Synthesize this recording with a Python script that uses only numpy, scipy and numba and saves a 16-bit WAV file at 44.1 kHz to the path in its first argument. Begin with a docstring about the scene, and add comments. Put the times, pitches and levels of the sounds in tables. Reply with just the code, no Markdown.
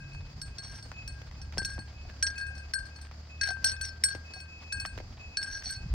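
"""Wind rumbles on the microphone (low noise) over hissing grass (coloured noise) and a distant engine hum (sines).
A pure bell rings farther off (swelling sines); near by, a small sheet-metal bell clanks, rebounds and skids
(decaying modes driven by clicks). Hooves thud (falling sines), crunch and throw earth on a dry mountain
track (noise bursts), among small shifting stones. At the end a gust rumbles on the microphone."""
import sys
import numpy as np
from scipy import signal
from scipy.fft import rfft, irfft, next_fast_len
from scipy.io import wavfile
from numba import njit

SR = 44100
rng = np.random.default_rng(int(sys.argv[2]) if len(sys.argv) > 2 else 0)


def inscribe(sig):
    """Save sig as 16-bit PCM at rate SR to the path in sys.argv[1].

    A 1-D sig is mono; a 2-D sig holds one channel per row.
    Samples are clipped to [-1, 1] before scaling.
    """
    pcm = np.round(np.clip(np.atleast_2d(sig).T, -1, 1) * 32767)
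    wavfile.write(sys.argv[1], SR, pcm.astype(np.int16))


N = 261942
TIME = np.arange(N) / SR   # s


def from_db(db):
    """Turn decibels into a gain."""
    return 10 ** (np.asarray(db) / 20)


def rms_one(x):
    """Scale to an average strength (rms) of 1."""
    return x / np.sqrt(np.mean(x ** 2) + 1e-20)


def in_time(rows):
    """Draw each column of a table as a curve with a value at every sample."""
    s, *columns = np.transpose(rows)
    return [np.interp(TIME, s, column) for column in columns]


def at_hz(points, hz):
    """Read a curve over frequency, spacing octaves evenly as the ear does."""
    f, value = np.transpose(points)
    return np.interp(np.log(np.maximum(hz, 1)), np.log(f), value)


def drift(rate_hz):
    """Smooth random wander around 0 with a spread near 1; a higher rate wanders faster."""
    knots_per_s = 100
    knots = rng.standard_normal(int(N / SR * knots_per_s) + 2)
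    memory = np.exp(-2 * np.pi * rate_hz / knots_per_s)
    smooth = rms_one(signal.lfilter([1], [1, -memory], knots))
    return np.interp(TIME * knots_per_s, np.arange(len(knots)), smooth)


def clicks(times, gains):
    """Put a one-sample click at each time."""
    out = np.zeros(N)
    at = np.round(np.asarray(times) * SR).astype(int)
    np.add.at(out, np.clip(at, 0, N - 1), gains)
    return out


def ring(blows, hz, t60):
    """Each click starts a rotation that loses 60 dB in t60 seconds; its imaginary part is the sound."""
    pole = from_db(-60 / (t60 * SR)) * np.exp(2j * np.pi * hz / SR)
    return signal.lfilter([1], [1, -pole], blows + 1e-18)


def die_away(blows, t60):
    """Loudness curve that jumps at each click and loses 60 dB in t60 seconds."""
    return signal.lfilter([1], [1, -from_db(-60 / (t60 * SR))], blows + 1e-18)


@njit
def vibrate(drive, loss, turn):
    """One mode whose loss and turn per sample may change; the imaginary part is the sound."""
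    out, state = np.zeros(len(drive), np.complex128), 0j
    pole = np.exp(complex(-loss[0], turn[0]))
    for i in range(1, len(drive)):
        if loss[i] != loss[i - 1] or turn[i] != turn[i - 1]:
            pole = np.exp(complex(-loss[i], turn[i]))
        state = state * pole + drive[i] + 1e-18
        out[i] = state
    return out


# how far the left microphone port runs ahead of the right: (f/Hz, phase/rad)
PORT_LEAD = [(700, .3), (1600, .35), (3000, -.5), (4400, -.1), (5500, 1.55), (6500, 1.7), (8267, 2.15),
             (9400, 2.65), (11400, 3.0), (13200, 2.8), (14200, 2.2), (16000, 2.1)]


def place(tone, hz, pan_db, lead=0):
    """A tone reaches the two microphones with its own level and phase at each."""
    half = from_db(pan_db / 2) * np.exp(.5j * (at_hz(PORT_LEAD, hz) + lead))
    power = (abs(half) ** 2 + abs(half) ** -2) / 2
    return np.array([(tone * half).imag, (tone / half).imag]) / np.sqrt(power)


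def from_point(x, spectrum):
    """Colour a broad sound and give it the port phases of a single source in front."""
    size = next_fast_len(N + SR // 10)
    hz = np.fft.rfftfreq(size, 1 / SR)
    left_right = np.array([[1], [-1]])
    phase = np.exp(.5j * at_hz(PORT_LEAD, hz) * left_right)
    return irfft(rfft(x, size) * from_db(at_hz(spectrum, hz)) * phase, size)[:, :N]


# how alike left and right are in the open air: (f/Hz, likeness -1..1)
LIKENESS = [(60, .99), (130, .98), (290, .8), (640, .35), (1400, .25), (2500, -.15), (4400, 0), (7000, -.2),
            (9000, -.8), (11500, -.97), (15000, -.75)]


def coloured(spectrum):
    """Stereo noise of a given colour, alike in the bass and spread out above; its middle has rms 1."""
    size = next_fast_len(N)
    hz = np.fft.rfftfreq(size, 1 / SR)
    alike = at_hz(LIKENESS, hz)
    mid, side = rfft(rng.standard_normal((2, size))) * from_db(at_hz(spectrum, hz))
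    side = side * np.sqrt((1 - alike) / (1 + alike))
    mid, side = irfft(mid, size)[:N], irfft(side, size)[:N]
    return np.array([mid + side, mid - side]) / np.std(mid)


# wind on the microphone, a slack breeze and then a gust: (t/s, level/dB)
WIND = [(0, -48), (1, -52), (1.7, -48), (2.85, -60), (3.2, -56), (3.62, -55), (4.3, -60), (4.83, -48),
        (5.2, -51.5), (5.77, -51), (5.86, -44.5), (5.94, -36.5)]
# colour of its rumble: (f/Hz, level/dB)
RUMBLE = [(20, -18.5), (35, 2.5), (52, 4), (80, 3), (110, -1.5), (160, -19.5), (250, -19.5), (500, -33.5),
          (1000, -87)]


def wind(lumps_db=8.0, buffet_db=-7, buffet_growth=0.31, buffet_lumps_db=3):
    """Air rumbles on the ports; a strong gust adds quicker eddies that come in lumps."""
    db, = in_time(WIND)
    eddy_db = db + buffet_db + buffet_growth * (db - db.max())   # eddies grow faster than the rumble
    eddy_db = eddy_db + buffet_lumps_db * np.tanh(drift(8.4))
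    eddies = from_db(eddy_db) * coloured([(50, -24.0), (110, 6.5), (180, 7.5), (260, -11.5),
                                          (420, -37.5), (900, -75.0)])
    return from_db(db + lumps_db * np.tanh(drift(2.6))) * coloured(RUMBLE) + eddies


# colour of the open air and hissing grass: (f/Hz, level/dB)
AIR = [(100, -11.5), (200, 4.5), (400, -5), (720, -3.5), (950, -7.5), (1500, -8.5), (2200, -12),
       (3000, -15.5), (3900, -16.5), (4800, -4), (5800, -16), (7000, -18.5), (8500, -34.5), (11000, -51),
       (13500, -39.5), (15500, -31.5)]


def grass_and_air(level_db=-58):
    """Hissing grass and open air: wide, coloured noise whose level wanders a little."""
    return from_db(level_db + 2.0 * drift(8.6)) * coloured(AIR)


# distant engine, in the end speeding up:
# (t/s, firing f/Hz, fundamental level/dB, order 1.5 level/dB, second harmonic level/dB)
ENGINE = [(0, 70.5, -60, -56, -43), (.65, 69.8, -59.5, -50, -56.5), (1.2, 69, -44.5, -50, -50.5),
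          (2, 71, -42.5, -53.5, -59.5), (3, 73.8, -44.5, -56.5, -59), (3.5, 77.3, -43, -54.5, -61),
          (4.5, 79, -46, -59.5, -60), (5, 82, -50.5, -69, -78), (5.94, 82.6, -56.5, -80, -69)]


def engine(waver_hz=1.17, flutter_db=-2.5):
    """Only the lowest tones of a far engine carry; the air makes them waver."""
    hz, first_db, between_db, second_db = in_time(ENGINE)
    turn = 2 * np.pi * np.cumsum(hz + waver_hz * drift(2.84)) / SR
    orders = [(1, first_db), (3 / 2, between_db), (2, second_db)]
    return sum(from_db(db + flutter_db * drift(12.0)) * np.sin(k * turn) for k, db in orders)


# tones of the farther bell: (f/Hz, level/dB, share of the ring time)
FAR_BELL = [(2565, 0, 1), (2576, -12, .8), (6790, -21, .6)]
# its notes: (start t/s, muting t/s, level/dB)
FAR_NOTES = [(0, 0.067, -51), (0.108, 0.187, -50.5), (0.46, 0.532, -58.5), (0.932, 1.012, -44),
             (1.347, 1.413, -59.5), (1.723, 1.796, -60), (1.937, 2.037, -56), (2.355, 2.385, -41),
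             (2.454, 2.547, -55.5), (2.564, 2.64, -61), (2.9, 2.948, -55.5), (3.293, 3.336, -46.5),
             (3.392, 3.436, -46.5), (3.71, 3.814, -52), (4.241, 4.333, -48), (4.376, 4.407, -48.5),
             (4.476, 4.58, -49.5), (4.638, 4.7, -50), (4.699, 4.705, -38), (4.77, 4.805, -44.5),
             (5.191, 5.246, -43), (5.296, 5.373, -56), (5.75, 5.833, -53)]
FAR_SWELL_S, FAR_MUTED_T60_S = .012, .19   # it swells until its clapper settles on the wall
FAR_LINGER_DB, FAR_LINGER_T60_S = -13, 0.73   # part of the ring outlasts the muting
FAR_LEAD_RAD = 2.05   # the left side runs this far ahead


def far_bell(waver_db=2.0):
    """Each note of the purer bell swells, holds and is muted; its level wavers as it swings."""
    out = np.zeros((2, N))
    for start, end, db in FAR_NOTES:
        at = max(int(start * SR), 0)
        t = TIME[:min(SR // 2, N - at)]
        late = np.maximum(start + t - end, 0)
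        muted_db = -60 * late / FAR_MUTED_T60_S
        linger_db = FAR_LINGER_DB - 60 * late / FAR_LINGER_T60_S
        fade_db = np.maximum(muted_db, linger_db)
        swell = 1 - np.exp(-t / FAR_SWELL_S)
        for hz, mode_db, ring_share in FAR_BELL:
            envelope = from_db(db + mode_db + fade_db / ring_share) * swell
            phase = 2 * np.pi * hz * (at / SR + t) + np.array([[FAR_LEAD_RAD], [0]])
            out[:, at:at + len(t)] += envelope * np.sin(phase)
    return out * from_db(waver_db * drift(9.1))


# clapper blows: (t/s, middle ring level/dB, low, high and top ring over it level/dB x3,
# lean towards the upper modes of the low, middle and high ring level/dB x3,
# lean towards the two inner high modes level/dB)
STRIKES = [(0.002, -62, 14, -8, -7, 6, 5, -2, 0), (0.133, -52, -9, -3, -11, -2, 3, 2, -7),
           (0.4158, -35.5, -11.5, 2.5, -3.5, 12, -1, -2, 6),
           (0.5838, -30.5, -15.5, -3.5, -16.5, 29, -13, 2, 5), (0.826, -43, -16, 0, -7.5, -7, -2, -6, 3),
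           (1.0768, -39, -10.5, 4.5, -3.5, 7, -1, -2, -3), (1.4161, -48, -8, 8, -9, 8, -8, -3, 5),
           (1.581, -29.5, -1, 6, -5, -3.5, 0, -11, -5), (1.6481, -26.5, -10.5, 0.5, -7, 7, -11.5, -2, 15),
           (1.7904, -40.5, -1.5, -6, -7, 18, 6, 5, -3), (2.106, -59.5, 4, -13, -20, 10, 7, 0, 3),
           (2.2261, -23.5, -3.5, 7, -2, 20, -14, 10, 18), (2.267, -32.5, -34, 10.5, -17, -4, 2, 0, 21),
           (2.355, -45.5, 4, -12, -14, 22, 0, 2, -2), (2.38, -37.5, 3, -0.5, -4, 29, 3, 8, 0),
           (2.411, -40.5, 5, -5, -7, 24, -1, -4, 2), (2.4657, -48, 5, 0, -1, 2, -9, 0, 0),
           (2.5516, -47.5, -2, 2, -11, -6, -2, 2, 0), (2.5795, -46, 2, 2, -6.5, 8, 4, -6, 0),
           (2.7362, -26, -1, -0.5, -2.5, -2.5, -3, -9, -14), (2.8535, -43.5, -12, -9, -11, 6, -4, -4, -9),
           (2.9607, -47, -6, -1, -11, 14, 12, 4, 3), (3.0136, -49, -6, 4, -1, -13, 11, 6, -2),
           (3.4123, -26, 1.5, 2, -10, 15, 10, 5, -7), (3.4338, -25, 0, 2, -25, 17.5, -15, 1, 18),
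           (3.474, -39.5, 8.5, 8.5, -3, -8, -10, 4, -4), (3.488, -34.5, -5, 4, -17, -15, -5, -4, -7),
           (3.504, -37, 0, 2, -3, -12, 1, -4, 2), (3.6434, -19, -6, 1.5, -2, -12, -1, 5, 2),
           (3.664, -40, -4, 11, 5, 9.5, -1, -10, 11), (3.6783, -37, -14, 8, -1, 9, -16, -5, 11),
           (3.6956, -33.5, -25, 2.5, -7, -0.5, -8, -15, 12),
           (3.765, -48.5, 2.5, 6.5, -10, -4, -8, -10, -14), (3.812, -33.5, 0, 1.5, 0.5, -29, 11, 7, -17),
           (3.851, -42, -14, 9.5, -1, -15, 0, -15, -19), (4.0369, -23.5, -7, 8.5, 6.5, 1.5, -4, -12, 6),
           (4.086, -34, -20, -4, -5, 17, 16, -2, -9), (4.336, -39.5, -6, -2, -9, 16, 10, -2, -2),
           (4.402, -44, -3, -1, -2, -4.5, 2, -5, -3), (4.7235, -31.5, -1, 3.5, -1, 10.5, 9, 3, 11.5),
           (4.7991, -34, -11, 0.5, -2.5, -5, 10, -8, 14), (4.8576, -36, -10.5, -1, -2.5, -5, 1, -5.5, -4),
           (5.3703, -25, -7.5, 1, -10.5, 9, 14, -1, -16), (5.4281, -36, -4.5, 7.5, -1.5, -17, -9, -7, 8),
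           (5.477, -45.5, 7.5, -22, -18, 15, -0.5, 6, 8), (5.657, -36, -23, -3, -18, 18, 11, 9, 1),
           (5.7048, -35.5, -3, -13, 2, -4.5, 16, 4, -2)]
REBOUND_S, REBOUND_LOSS_DB = 0.036, 17   # the clapper falls back once after a blow, more lightly


def clapper_blows():
    """Every blow and its rebound, which comes after an uneven delay and lands a little to one side."""
    blows = np.array(STRIKES, float)
    chance = rng.standard_normal((len(blows), 6))
    rebounds = blows.copy()
    rebounds[:, 0] += REBOUND_S * np.exp(0.29 * chance[:, 0])
    rebounds[:, 1] += 0.75 * chance[:, 1] - REBOUND_LOSS_DB
    rebounds[:, -4:] += 5 * chance[:, -4:]   # dB of lean
    return np.vstack([blows, rebounds]).T


# the clapper skids along the wall:
# (start t/s, end t/s, level/dB, low ring over it level/dB, high ring over it level/dB)
SKIDS = [(0.624, 0.803, -49.5, -5.5, 5.5), (1.094, 1.3, -71, 4, 6), (1.654, 1.77, -52, -2, 4.5),
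         (2.376, 2.452, -54, 4, -5), (3.437, 3.522, -41, -8, -7), (3.659, 3.73, -39.5, -12, 15.5),
         (3.707, 3.795, -61, 12.5, -6), (3.825, 3.904, -45, -8.5, 11), (4.061, 4.165, -47, -3, 6.5),
         (4.351, 4.407, -55, -17, 6), (5.464, 5.611, -46.5, -3, 8.5), (5.631, 5.71, -43.5, -12, 8.5),
         (5.679, 5.774, -42, -8, 3.5)]
SKID_DB, SKID_TOP_DB, SKID_RISE_S, SKID_FALL_S = -0.5, -6.5, 0.0092, 0.052
TOUCHES_PER_S, SKID_SWELL_DB = 220, 2   # the pressure swells and sags as it slides


def skidding(uneven_db):
    """Light touches as the clapper slides and eases off: their sizes, ring colours and when it leans."""
    size, low, high = np.zeros((3, N))
    for start, end, db, low_db, high_db in SKIDS:
        on = (TIME >= start) & (TIME < end)
        pressure = np.minimum((TIME[on] - start) / SKID_RISE_S, (end - TIME[on]) / SKID_FALL_S)
        size[on] = from_db(db) * np.sqrt(np.clip(pressure, 0, 1))
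        low[on], high[on] = low_db, high_db
    gaps = (.4 + rng.exponential(.6, N // 50)) / TOUCHES_PER_S
    times = np.cumsum(gaps)
    sizes = from_db(uneven_db * np.clip(rng.standard_normal(len(times)), -2, 2))
    swell = from_db(SKID_DB + SKID_SWELL_DB * np.tanh(drift(4.4)))
    return clicks(times, sizes) * size * swell, [low, 0, high, SKID_TOP_DB], size > 0


def share(lean_db):
    """Gain of a mode favoured over its partner by the point of contact; the pair keeps its energy."""
    return np.sqrt(2 / (1 + from_db(-lean_db) ** 2))


# ways the bell wall vibrates (modes): (f/Hz, ring family 0-3, level/dB, t60/s before RING_FACTOR,
# lower -1 or upper 1 in its ring, outer -1 or inner 1, left-right level/dB)
BELL = [(1572, 0, -3, .42, -1, 0, 9.5), (1611, 0, -3, .41, 1, 0, 8.5), (1771, 0, -30, .12, 0, 0, 5),
        (4338, 1, -7, .16, -1, 0, 1), (4395, 1, -2, .2, 1, 0, 0), (4424, 1, -13, .1, 1, 0, 0),
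        (5405, 2, -8, .085, -1, -1, 1), (5505, 2, -6, .09, -1, 1, 0), (5748, 2, -7, .08, 1, 1, 0),
        (5825, 2, -8, .085, 1, -1, 0), (5915, 2, -20, .06, 0, 0, 0), (6478, 2, -29, .14, 0, 0, 0),
        (8267, 3, -1, .18, 0, 0, 0), (8775, 3, -25, .04, 0, 0, 0), (9130, 3, -14, .09, 0, 0, 0),
        (9705, 3, -11, .05, 0, 0, 0), (11350, 3, -22, .04, 0, 0, 0), (13180, 3, -24, .04, 0, 0, 0),
        (13865, 3, -27, .045, 0, 0, 0), (14170, 3, -20, .035, 0, 0, 0), (15400, 3, -13, .02, 0, 0, 0)]
# the next five have one value for each ring family: low, middle, high, top
RING_FACTOR = [0.92, 0.82, 0.42, 0.84]   # multiplies the ring time
LEANING_LOSS = [70, 25, 15, 100]   # extra loss while the clapper leans on the wall (dB per s)
FAMILY_DB = [0, -0.5, 3, 2]   # answer to a blow (level/dB)
POLARITY = [1, 1, -1, 1]   # the high modes start against the others
SWING_SHARE = [0.89, 0.66, 0, 0.11]   # share of the swing; the finer modes radiate more evenly
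# the swinging bell turns its low lobes past the microphones:
# (t/s, extra left-right level/dB, extra lead of the left/rad)
SWING = [(.6, 2.5, -0.62), (1.6, -0.5, 0.023), (2.3, -4, 0.45), (2.76, 9.5, 1.7), (3.43, 3.5, -0.87),
         (3.7, 5, 1.96), (4.06, 3.5, -1.93), (4.73, 2.5, 0.17), (5.38, -2, 0.076), (5.75, -4.5, 0.54)]
# colour of the clapper's contact: (f/Hz, level/dB)
TICK = [(500, -32.5), (1000, -22), (1500, 15), (2000, 13), (2800, 10), (4000, 14), (5500, 17), (7000, -1.5),
        (8500, 17), (10000, 3.5), (12000, -36.5), (15000, -23)]
# air in the bell's mouth, pumped by flat blows: (t/s, level/dB)
MOUTH = [(1.399, -44), (2.05, -49), (2.5, -46.5), (2.57, -43), (3.474, -40), (3.488, -41), (3.505, -34.5),
         (3.644, -40), (3.661, -47), (4.361, -39.5), (5.66, -44)]
MOUTH_T60_S = .036   # the open mouth holds its air only briefly
CRACK_FOLLOWS_HIGH = 0.75   # dB of crack for each dB of high ring


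def near_bell(detune=0.003, build_s=0.0013, uneven_db=7.0, wander_db=3, tick_db=-12,
              tick_t60=0.015, skid_tick_db=-13, mouth_hz=735, puff_t60=0.048):
    """Where the clapper lands picks which modes ring more; the swinging bell beams from side to side."""
    (times, strength_db, low_db, high_db, top_db,
     low_lean_db, middle_lean_db, high_lean_db, inner_lean_db) = clapper_blows()
    skid, skid_colour_db, leaning = skidding(uneven_db=3.0)
    out, touches = np.zeros((2, N)), np.flatnonzero(skid)
    # the blow that each skid slides on from
    landing = np.searchsorted(times[:len(STRIKES)], TIME[touches]) - 1
    sway_db, sway_lead = in_time(SWING)
    colour_db = [low_db, 0, high_db, top_db]
    lean_db = [low_lean_db, middle_lean_db, high_lean_db, 0]
    for hz, family, db, t60, upper, inner, pan_db in BELL:
        # the weaker, finer mode shapes answer differently to every blow
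        chance_db = uneven_db * min(abs(db) / 20, 1) ** 2 * rng.standard_normal(len(times))
        blow_db = strength_db + FAMILY_DB[family] + colour_db[family] + chance_db
        favour = share(upper * lean_db[family]) * share(inner * inner_lean_db)
        drive = clicks(times, from_db(blow_db) * favour)
        # a sliding clapper keeps feeding these modes, more or less as it passes nodes and crests
        slide_db = skid_colour_db[family] + wander_db * np.tanh(drift(10.0))
        drive[touches] += skid[touches] * from_db(slide_db[touches]) * favour[landing]
        # the blow takes a moment to spread round the shell
        drive = ring(drive, hz, build_s * np.log(1000)) * (1 - np.exp(-1 / (build_s * SR)))
        # a leaning clapper damps the wall and pulls its pitch about
        leaning_loss = leaning * LEANING_LOSS[family] * np.log(10) / 20
        loss = np.log(1000) / (t60 * RING_FACTOR[family]) + leaning_loss
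        pitch = hz * (1 + detune * leaning * drift(10.7))
        tone = vibrate(drive, loss / SR, 2 * np.pi * pitch / SR)
        tone = POLARITY[family] * from_db(db) * tone
        swing = SWING_SHARE[family]
        out += place(tone, hz, pan_db + swing * sway_db, swing * sway_lead)
    # the contact itself is a short crack, strongest on bright blows
    crack = clicks(times, from_db(strength_db + CRACK_FOLLOWS_HIGH * high_db + tick_db))
    contact = crack + skid * from_db(skid_tick_db)
    out += from_point(die_away(contact, tick_t60) * rng.standard_normal(N), TICK)
    # noisy puffs, scaled so that a 0 dB puff has energy 1, make the air in the mouth ring
    s, db = np.transpose(MOUTH)
    puffs = die_away(clicks(s, from_db(db)), puff_t60) * rng.standard_normal(N)
    puffs = puffs / np.sqrt(puff_t60 * SR / np.log(10 ** 6))
    return out + place(ring(puffs, mouth_hz, MOUTH_T60_S), mouth_hz, pan_db=4.5)


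def gravel(per_s=25, level_db=-55, spread_db=0.0, t60=0.068):
    """The rest of the herd shifts small stones and dry stalks: random short bursts of noise."""
    sizes = from_db(level_db + spread_db * np.minimum(rng.exponential(1, N), 3))
    chance = per_s * from_db(4 * drift(3)) / SR   # busier and quieter spells
    grains = (rng.random(N) < chance) * sizes
    colour = [(200, -16.0), (700, 8.0), (2000, 4.5), (4000, 1.0), (7000, -12.0), (12000, -48.0)]
    return from_point(die_away(grains, t60) * rng.standard_normal(N), colour)


LIGHT_STEPS_PER_S, LIGHT_THUD_DB, LIGHT_GRIT_DB, LIGHT_HZ = 1.8, -60, -64.5, 880   # middle values


def light_steps(spread_db=1.5):
    """The softer steps of the herd, loosely spaced, as rows like those of the heavy ones."""
    steps = []
    for k, (late, weight, hardness) in enumerate(rng.uniform(-1, 1, (40, 3))):
        s = (k + .5 + .5 * late) / LIGHT_STEPS_PER_S
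        weight_db = spread_db * weight
        hz = LIGHT_HZ * 2 ** (.5 * hardness)
        steps.append((s, LIGHT_THUD_DB + weight_db, hz, LIGHT_GRIT_DB + weight_db))
    return [step for step in steps if step[0] < TIME[-1]]


# heavy hoof falls and kicked stones: (t/s, thud level/dB, reference pitch f/Hz, grit level/dB)
HOOVES = [(.148, -46, 1470, -48), (.916, -40.5, 1210, -42), (1.216, -46.5, 754, -48.5),
          (1.312, -47.5, 1370, -48), (1.523, -67, 880, -46.5), (1.573, -32.5, 706, -43.5),
          (1.583, -32.5, 328, -54), (1.617, -39.5, 467, -49), (1.7795, -39.5, 840, -56),
          (1.787, -40.5, 346, -57), (2.098, -53, 790, -49.5), (3.049, -60, 1300, -57),
          (3.069, -56, 1300, -52), (3.112, -46, 1030, -49.5), (3.569, -45, 1300, -60),
          (4.112, -49, 1390, -45), (4.149, -35.5, 654, -45), (4.851, -26.5, 1730, -40),
          (4.8527, -31, 1850, -42), (4.976, -36.5, 680, -42), (4.986, -50, 1630, -43),
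          (5.001, -37.5, 740, -49), (5.622, -57, 614, -44.5)]
# pitch sinks as this power of the time pressed, counted from a little before contact
THUD_FALL, THUD_LEAD = .65, .2
# the push peaks at a fifth of this time on soft ground, or of so many cycles on a hard stone
PRESS_S, PRESS_CYCLES = 0.012, 6.48
# loose earth over a 500 Hz thud; harder ground throws less
EARTH_DB, EARTH_DB_PER_OCTAVE = -8, -6


def hooves():
    """A hoof presses out a thud that falls in pitch, crushes grit and throws loose earth."""
    thuds, grit, dust = np.zeros((3, N))
    for s, db, hz, grit_db in list(HOOVES) + light_steps():
        at = int(s * SR)
        t = TIME[:min(SR // 10, N - at)]
        age = t / (min(PRESS_S, PRESS_CYCLES / hz) / 5)
        push = age * np.exp(1 - age)   # rises to 1 at age 1, then fades
        pitch = hz * (age + THUD_LEAD) ** -THUD_FALL
        earth_db = db + EARTH_DB + EARTH_DB_PER_OCTAVE * np.log2(hz / 500)
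        step = slice(at, at + len(t))
        thuds[step] += from_db(db) * push * np.sin(2 * np.pi * np.cumsum(pitch) / SR)
        grit[step] += from_db(grit_db) * push
        dust[step] += from_db(earth_db) * np.sqrt(push)   # the earth lasts longer than the push
    crunch = coloured([(500, -33), (1500, 6.0), (3500, -7.0), (6000, -8.0), (10000, -38.5), (16000, -26.0)])
    earth = coloured([(60, 3.5), (170, 21), (400, -3.5), (800, 8), (1500, -25.0),
                      (4000, -28.0), (9000, -64.0)])
    left_right = from_db([[1.5], [-1.5]])
    return (thuds + dust * earth) * left_right + grit * crunch


# single eddies on the microphone: (t/s, peak level/dB, pitch f/Hz)
BUFFETS = [(1.681, -37, 44.4), (2.827, -33, 59), (4.829, -37, 72), (5.668, -34, 65), (5.777, -32, 92.5),
           (5.842, -28.5, 63.6), (5.865, -29, 134), (5.92, -23, 61.6)]


def buffets(cycles=0.72):
    """Single eddies strike the ports: each is a dull thump, a cycle or two long."""
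    out = np.zeros(N)
    for s, db, hz in BUFFETS:
        turns = hz * (TIME - s)
        near = abs(turns) < 4
        swell = np.exp(-(turns[near] / cycles) ** 2)
        out[near] += from_db(db) * swell * np.sin(2 * np.pi * (turns[near] + rng.random()))
    return out


def hillside(x, t60, delay_s):
    """Thin scatter from ground, slope and trees: fading noise echoes, different at each side."""
    t = TIME[:SR]
    scatter = rng.standard_normal((2, SR)) * from_db(-60 * t / t60) * (t > delay_s)
    scatter = signal.sosfilt(signal.butter(1, 5000, fs=SR, output="sos"), scatter)
    scatter = scatter / np.sqrt(np.sum(scatter ** 2) / 2)
    return signal.fftconvolve(x, scatter, axes=1)[:, :N]


def scene():
    """Bells and hooves on the open slope, over wind, grass and engine."""
    background = wind() + grass_and_air() + engine()
    far = far_bell()
    near = near_bell() + hooves()
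    near_echo = from_db(-15.5) * hillside(near, t60=0.043, delay_s=0.0069)
    far_echo = from_db(-14.5) * hillside(far, t60=.5, delay_s=0.07)
    return background + far + near + near_echo + far_echo + gravel() + buffets()


def record(dry):
    """Cut the top steeply above 16400 Hz."""
    return signal.sosfilt(signal.ellip(10, .2, 80, 16400, fs=SR, output="sos"), dry)


dry = scene()
out = record(dry)
inscribe(out)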